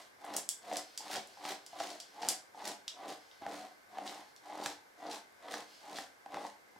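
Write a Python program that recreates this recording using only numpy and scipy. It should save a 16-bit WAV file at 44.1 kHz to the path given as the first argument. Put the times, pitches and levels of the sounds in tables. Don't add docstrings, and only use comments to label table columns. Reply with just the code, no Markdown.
import sys
import numpy as np
from scipy import signal
from scipy.fft import rfft, irfft
from scipy.io import wavfile
from scipy.ndimage import uniform_filter1d

SR = 44100
rng = np.random.default_rng(int(sys.argv[2]) if len(sys.argv) > 2 else 0)


def master_out(mix):
    frames = np.transpose(np.atleast_2d(mix))
    ceiling = np.clip(frames, -1, 1)
    pcm = np.round(ceiling * 32767).astype(np.int16)
    wavfile.write(sys.argv[1], SR, pcm)


N = 299439
TIME = np.arange(N) / SR

# full grip t/s, firmest press t/s, bite t/s, hardest pull t/s,
# lift-off t/s; cushion drag level/dB (also sets the scalp press), unused level/dB, strand rake level/dB; hollow
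# at landing f/Hz, hollow at lift-off f/Hz
STROKES = [(-0.1, .05, 0.17, .05, 0.17, 0.1, -47, -64.5, -51, 725, 755),
           (0.198, 0.094, 0.14, 0.14, 0.15, 0.19, -43.5, -47, -48, 794, 818),
           (0.623, 0.095, .1, 0.12, 0.079, 0.17, -44, -52, -44, 730, 700),
           (0.998, 0.18, 0.17, 0.12, 0.091, 0.18, -41.5, -47, -41.5, 864, 810),
           (1.374, 0.12, 0.14, 0.068, 0.122, 0.15, -42.5, -51, -46, 846, 790),
           (1.723, 0.032, 0.11, 0.056, 0.11, 0.24, -46.5, -53, -48.5, 744, 700),
           (2.14, 0.078, 0.13, 0.076, 0.17, 0.18, -43.5, -53, -47, 830, 802),
           (2.547, 0.075, 0.13, .11, 0.096, 0.17, -44, -50, -45, 826, 834),
           (2.945, 0.11, 0.14, 0.14, 0.144, 0.18, -43.5, -53, -50, 740, 785),
           (3.413, 0.013, 0.085, 0.075, 0.13, 0.25, -44, -45, -53, 777, 746),
           (3.904, 0.084, 0.13, 0.162, 0.16, 0.31, -45.5, -60, -49.5, 750, 817),
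           (4.437, 0.079, 0.16, .2, 0.18, .28, -43, -51, -45, 817, 846),
           (4.981, 0.081, 0.076, .13, .14, .18, -43.5, -54, -48, 720, 845),
           (5.412, 0.075, 0.12, 0.097, 0.11, 0.2, -44.5, -50, -48.5, 695, 800),
           (5.808, 0.083, 0.12, 0.15, 0.11, 0.22, -47.5, -55, -45, 820, 808),
           (6.288, 0.051, 0.063, 0.027, 0.2, 0.18, -43.5, -55, -55, 760, 836)]
def stroke_envelope(peak_db, rise_s, rise_db, bend, sag_db_per_s, release_db_per_s, jump_s=0, jump_db=0):
    land_s, *_, lift_s = np.transpose(STROKES)[:6, :, None]
    clock = np.linspace(0, N / SR, 4000)
    t, rise_s = clock - land_s, rise_s[:, None]
    touch = 1000 * np.maximum(-t, 0)
    rise = rise_db * np.clip(1 - t / rise_s, 0, 1) ** bend
    jump = jump_db * np.clip((np.reshape(jump_s, (-1, 1)) - t) / 0.021, 0, 1)
    sag = sag_db_per_s * np.maximum(t - rise_s, 0)
    release = release_db_per_s * np.maximum(t - lift_s, 0)
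    db = peak_db[:, None] - touch - rise - jump - sag - release
    return np.interp(TIME, clock, amp(db).sum(0))


def hollow_pitch(s):
    points = []
    for land_s, _, _, _, _, lift_s, *_, first_hz, last_hz in STROKES:
        points += [(land_s, first_hz), (land_s + lift_s, last_hz)]
    return np.interp(s, *np.transpose(points))


def hollow(x, hz, width=190):
    return evened(resonate(resonate(x, hz, width), hz, width))


def slips(per_s, spread_db, smooth, clump_db, clump_rate):
    strength = amp(spread_db * np.minimum(rng.exponential(1, N), 4))
    clicks = strength * rng.choice([-1, 1], N) * (rng.random(N) < per_s / SR)
    friction = evened(clicks) + smooth * rng.standard_normal(N)
    clumps = evened(np.interp(TIME * clump_rate, np.arange(N), rng.standard_normal(N)))
    return steady(friction * amp(clump_db * clumps))


# f/Hz, level/dB
STRAND_EQ = [(200, -29.5), (600, -18), (1100, 2.5), (1900, 8.5), (2600, 3), (4000, 3.5), (5500, 1),
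             (8000, -2.5), (11000, -6), (13000, -6), (16000, -12)]
def strands():
    _, _, _, bite_s, pull_s, _, _, _, rake_db, *_ = np.transpose(STROKES)
    rake = stroke_envelope(rake_db, pull_s, rise_db=10.5, bend=0.82, sag_db_per_s=86,
                           release_db_per_s=247, jump_s=bite_s, jump_db=11)
    partings = slips(per_s=1700, spread_db=3.8, smooth=0.25, clump_db=3.5, clump_rate=220)
    crackle = evened(colour(partings, STRAND_EQ))
    slither = colour(crackle, [(1000, -14), (4500, -6), (9000, -7.5), (14000, -15)])
    bright = np.clip((20 * np.log10(rake + 1e-9) + 49.3) / 15, 0, 1)
    return (bright * crackle + (1 - bright) * slither) * rake


# f/Hz, width/Hz, level/dB
CUSHION_MODES = [(708, 31, -1.5), (921, 190, 8), (1400, 61, -67), (1695, 37, -10), (1916, 110, -7),
                 (3210, 1800, 0.5)]
def cushion():
    _, grip_s, _, _, _, _, drag_db, *_ = np.transpose(STROKES)
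    drag = stroke_envelope(drag_db, grip_s, rise_db=17, bend=2.45, sag_db_per_s=15, release_db_per_s=440)
    plucks = slips(per_s=600, spread_db=2, smooth=1, clump_db=4.5, clump_rate=68)
    overtones = evened(lowpass(highpass(ring(plucks, CUSHION_MODES), hz=580), hz=2820))
    return steady(hollow(plucks, hollow_pitch(TIME), width=164) + amp(-3) * overtones) * drag


# f/Hz, width/Hz, level/dB
SCALP_MODES = [(214.6, 14, -6.5), (301.8, 18.4, 3.5), (369, 51, -1), (429, 9.5, -11.5), (468.7, 11, -4),
               (589, 160, 5)]
# f/Hz, level/dB
PUSH_EQ = [(25, -8), (60, -11), (110, -3), (160, 1), (230, 7), (450, -2), (800, -30), (2000, -4)]
def scalp():
    _, _, press_s, _, _, _, _, *_ = np.transpose(STROKES)
    press_db = np.transpose(STROKES)[6]
    press = stroke_envelope(press_db, press_s, rise_db=21, bend=0.88, sag_db_per_s=67,
                            release_db_per_s=590)
    bumps = slips(per_s=460, spread_db=6, smooth=0.55, clump_db=7.5, clump_rate=50)
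    rasp = evened(highpass(ring(bumps, SCALP_MODES), hz=185))
    push = amp(-10.5) * evened(colour(bumps, PUSH_EQ))
    return steady(lowpass(rasp + push, hz=1590)) * press


# f/Hz, width/Hz, level/dB
PIN_MODES = [(3460, 470, -3), (5010, 140, -9), (5725, 760, 4.5), (7450, 1750, 8), (10760, 2600, 10),
             (13600, 860, -14)]
# t/s, level/dB, ring f/Hz, top-end level/dB, rattle decay/s
SNAPS = [(0.2488, -47.5, 6760, 22, 0.0026), (0.3653, -23.5, 6650, 12, 0.0039),
         (0.4902, -20, 7860, 8.5, 0.002), (0.735, -37, 7260, 0, 0.0027), (0.7690, -27.5, 5130, 3.5, 0.0033),
         (0.9762, -30, 4950, 0.5, 0.004), (1.158, -29, 3650, -9, 0.0019), (1.273, -51.5, 6960, 14, 0.0052),
         (1.4531, -38, 5100, -16, 0.002), (1.508, -36.5, 3940, -14, 0.004), (1.664, -41.5, 5230, 2, 0.0038),
         (1.8, -39, 4440, -6, 0.0066), (1.903, -40, 4600, -4, 0.0046), (2.0010, -38, 4800, -3, 0.0061),
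         (2.223, -35.5, 5500, -15, 0.0024), (2.2868, -19, 4930, 7.5, 0.0046),
         (2.6767, -30.5, 4320, 5, 0.0027), (2.8799, -28.5, 3900, -10, 0.0032),
         (3.3140, -46.5, 3780, -35, 0.0014), (4.0764, -32.5, 4030, -17, 0.0015),
         (4.3635, -40.5, 4320, -7, 0.00069), (4.6607, -29, 4130, -0.5, 0.0026),
         (5.0670, -45, 5060, -18, 0.0027), (5.1132, -40, 4250, -10, 0.0076),
         (5.5412, -37.5, 4150, -10, 0.0033), (5.958, -40.5, 4700, -20, 0.0059),
         (5.9873, -44, 4000, 10, 0.0026)]
def snaps(size=1024):
    out, t = np.zeros(N), np.arange(size) / SR
    for (s, db, hz, top_db, decay), noise in zip(SNAPS, rng.standard_normal((len(SNAPS), size))):
        rattle = rfft(noise * np.exp(-t / decay) + 3 * (t == 0), 2 * size)
        crack = irfft(rattle / abs(rattle))[:size] * np.exp(-t / (4 * decay))
        pins = evened(ring(crack, PIN_MODES)) + 0.17 * evened(ring(crack, [(hz, 300, 0)]))
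        top_end = [(9000, top_db), (13000, top_db - 13.5), (16000, top_db - 9)]
        snap = colour(pins, [(1500, 1.5), (2400, -1), (3200, 4.5), (4500, 5)] + top_end)
        power = np.sum(snap ** 2) / (decay * SR)
        add(out, s, 0.33 * amp(db) * snap / np.sqrt(power))
    return out


# f/Hz, level/dB
CRACK_EQ = [(300, -27), (900, 13), (1700, 15), (2200, 7), (2800, 3.5), (4000, 0.5), (7000, -8),
            (16000, -27)]
# f/Hz, level/dB
THUD_EQ = [(30, -30), (75, -13), (130, -9), (220, 0), (330, -1), (600, -20), (2000, -45)]
# crack level/dB, thud level/dB
KNOCKS = [(.244, -38, -6, -22), (.304, -36, -8, -17), (.715, -28, -14, -20), (.727, -29, -11, -20),
          (1.005, -43, -24, -22), (1.153, -30, 1, -18), (1.18, -32, -12, -9), (1.372, -46, -22, -22),
          (1.452, -26, -1, -15), (1.731, -41, -22, -22), (1.803, -26, -6, -24), (1.809, -30, -11, -24),
          (2.231, -28.5, -10, -22), (2.250, -33, -10, -19), (2.547, -44, -20, -22), (3.420, -39, -10, -4),
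          (3.465, -28, -7, -20), (3.972, -36, -12, -22), (3.985, -31, -9, -22), (4.660, -25, 3, -14),
          (5.540, -26, 2, -18), (5.986, -27, 1, -11), (6.261, -36, -10, -18), (6.344, -28, -2, -17),
          (6.370, -30, -13, -24), (6.450, -30, -15, -22), (6.762, -47, -14, -6)]
def knocks(size=2048):
    out, t = np.zeros(N), np.arange(size) / SR
    for (s, db, crack_db, thud_db), noise in zip(KNOCKS, rng.standard_normal((len(KNOCKS), size))):
        blow = 0.1 * noise * np.exp(-t / 0.0025) + (t == 0)
        crack = amp(crack_db) * evened(colour(blow, CRACK_EQ))
        thud = amp(thud_db) * evened(colour(blow, THUD_EQ))
        knock = hollow(blow, hollow_pitch(s)) + crack + thud
        add(out, s, amp(db) * knock / abs(knock).max())
    return out


# f/Hz, width/Hz, level/dB
SLEEVE_MODES = [(3140, 1000, 8.5), (4330, 660, 9), (5020, 140, 2.5), (5830, 500, -9), (7300, 5300, -36.5)]
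# middle t/s, half length/s, level/dB
SWINGS = [(0.96, 0.24, -65), (1.35, 0.24, -65.5), (1.732, 0.088, -67.5), (2.023, 0.23, -67),
          (2.8, 0.036, -85), (3.265, 0.33, -69.5), (3.695, 0.067, -73), (4.26, 0.07, -69.5),
          (5.737, 0.093, -62.5)]
def sleeve():
    swell = sum(amp(db) * np.exp(-((TIME - s) / half_s) ** 2) for s, half_s, db in SWINGS)
    return evened(highpass(ring(rng.standard_normal(N), SLEEVE_MODES), hz=1800)) * swell


# f/Hz, 60 dB decay/s
ROOM_DECAY = [(100, .35), (700, .36), (2000, .3), (4500, .28), (8000, .26), (15000, .19)]
def reflections(step=12):
    count = SR // 3 // step
    taps = np.zeros((2, SR // 3))
    at = np.arange(count) * step + rng.integers(0, step, (2, count))
    np.put_along_axis(taps, at, rng.choice([-1., 1.], at.shape), 1)
    hz, t, bands = signal.stft(taps, SR, nperseg=256)
    tail = signal.istft(bands * amp(-60 * t / read(ROOM_DECAY, hz)[:, None]), SR, nperseg=256)[1]
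    tail *= np.clip((np.arange(tail.shape[1]) / SR - 0.002) / 0.004, 0, 1)
    return tail / np.linalg.norm(tail, axis=1, keepdims=True)


def room(x, wet_db, spread, count=3):
    fades = np.sqrt(2 / count) * np.cos(np.pi * (TIME * 1.3 + np.arange(count)[:, None] / count))
    tails = (signal.oaconvolve((x * fade)[None], reflections(), axes=1)[:, :N] for fade in fades)
    mid, side = amp(wet_db) * sum(tails)
    scatter = rng.standard_normal(48)
    scattered = signal.oaconvolve(x, scatter / np.linalg.norm(scatter))[:N]
    side = spread * side + 0.5 * highpass(scattered, hz=7260)
    return np.array([x + mid + side, x + mid - side])


# f/Hz, level/dB
AIR_EQ = [(25, 6), (45, -32.5), (100, -1.5), (160, -3.5), (300, 3.5), (700, 6.5), (1200, 4.5), (2100, -0.5),
          (2600, -10), (5000, -6.5), (8000, -11.5), (14800, -15), (16000, -36)]
# f/Hz, width/Hz, level/dB
HUM_MODES = [(99.6, 15, -82.5), (720, 150, -80.5), (1510, 110, -61.5), (2030, 57, -65)]
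def room_tone():
    mid, side = (amp(-65.5) * evened(colour(noise, AIR_EQ)) + 0.19 * ring(noise, HUM_MODES)
                 for noise in rng.standard_normal((2, N)))
    side = colour(side, [(100, -7), (250, 1), (700, -0.5), (2000, 2), (8000, -5)])
    return np.array([mid + side, mid - side])


def amp(db):
    return 10 ** (np.asarray(db) / 20)


def evened(x):
    return x / np.sqrt(np.mean(x ** 2) + 1e-20)


def steady(x):
    return x / np.sqrt(uniform_filter1d(x ** 2, 1400) + 1e-9)


def read(points, hz):
    f, value = np.transpose(points)
    return np.interp(np.log(hz + 1), np.log(f + 1), value)


def add(mix, s, sound):
    part = mix[max(round(s * SR), 0):][:len(sound)]
    part += sound[:len(part)]


def colour(x, points, size=2048):
    log_gain = np.log(amp(read(points, abs(np.fft.fftfreq(size, 1 / SR)))))
    taps = np.fft.ifft(np.exp(signal.hilbert(log_gain).conj())).real
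    return signal.oaconvolve(x, taps[:size // 2])[:len(x)]


def ring(x, modes):
    out = np.zeros(len(x))
    for hz, width, db in modes:
        r = np.exp(-np.pi * width / SR)
        poles = [1, -2 * r * np.cos(2 * np.pi * hz / SR), r * r]
        out += amp(db) * np.sqrt(1 - r) * signal.lfilter([1, 0, -1], poles, x)
    return out


def resonate(x, hz, width):
    turn = np.exp(2j * np.pi * np.cumsum(hz * np.ones(len(x))) / SR)
    r = np.exp(-np.pi * width / SR)
    return 2 * (turn * signal.lfilter([1 - r], [1, -r], x / turn)).real


def highpass(x, hz):
    return signal.sosfilt(signal.butter(2, hz, "high", fs=SR, output="sos"), x)


def lowpass(x, hz):
    return signal.sosfilt(signal.butter(2, hz, fs=SR, output="sos"), x)


def scene():
    body = room(amp(-5) * cushion() + amp(-3.5) * scalp() + knocks(), wet_db=-7, spread=0.37)
    hair_and_sleeve = room(amp(7.5) * strands() + sleeve(), wet_db=-4, spread=0.72)
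    pins = room(amp(3.5) * snaps(), wet_db=-2.5, spread=0.56)
    return body + hair_and_sleeve + pins + room_tone()


def record(dry):
    top_cut = signal.firwin(511, 16050, window=("kaiser", 9), fs=SR)
    return signal.oaconvolve(highpass(dry, hz=44.5), top_cut[None], "same")


dry = scene()
out = record(dry)
master_out(out)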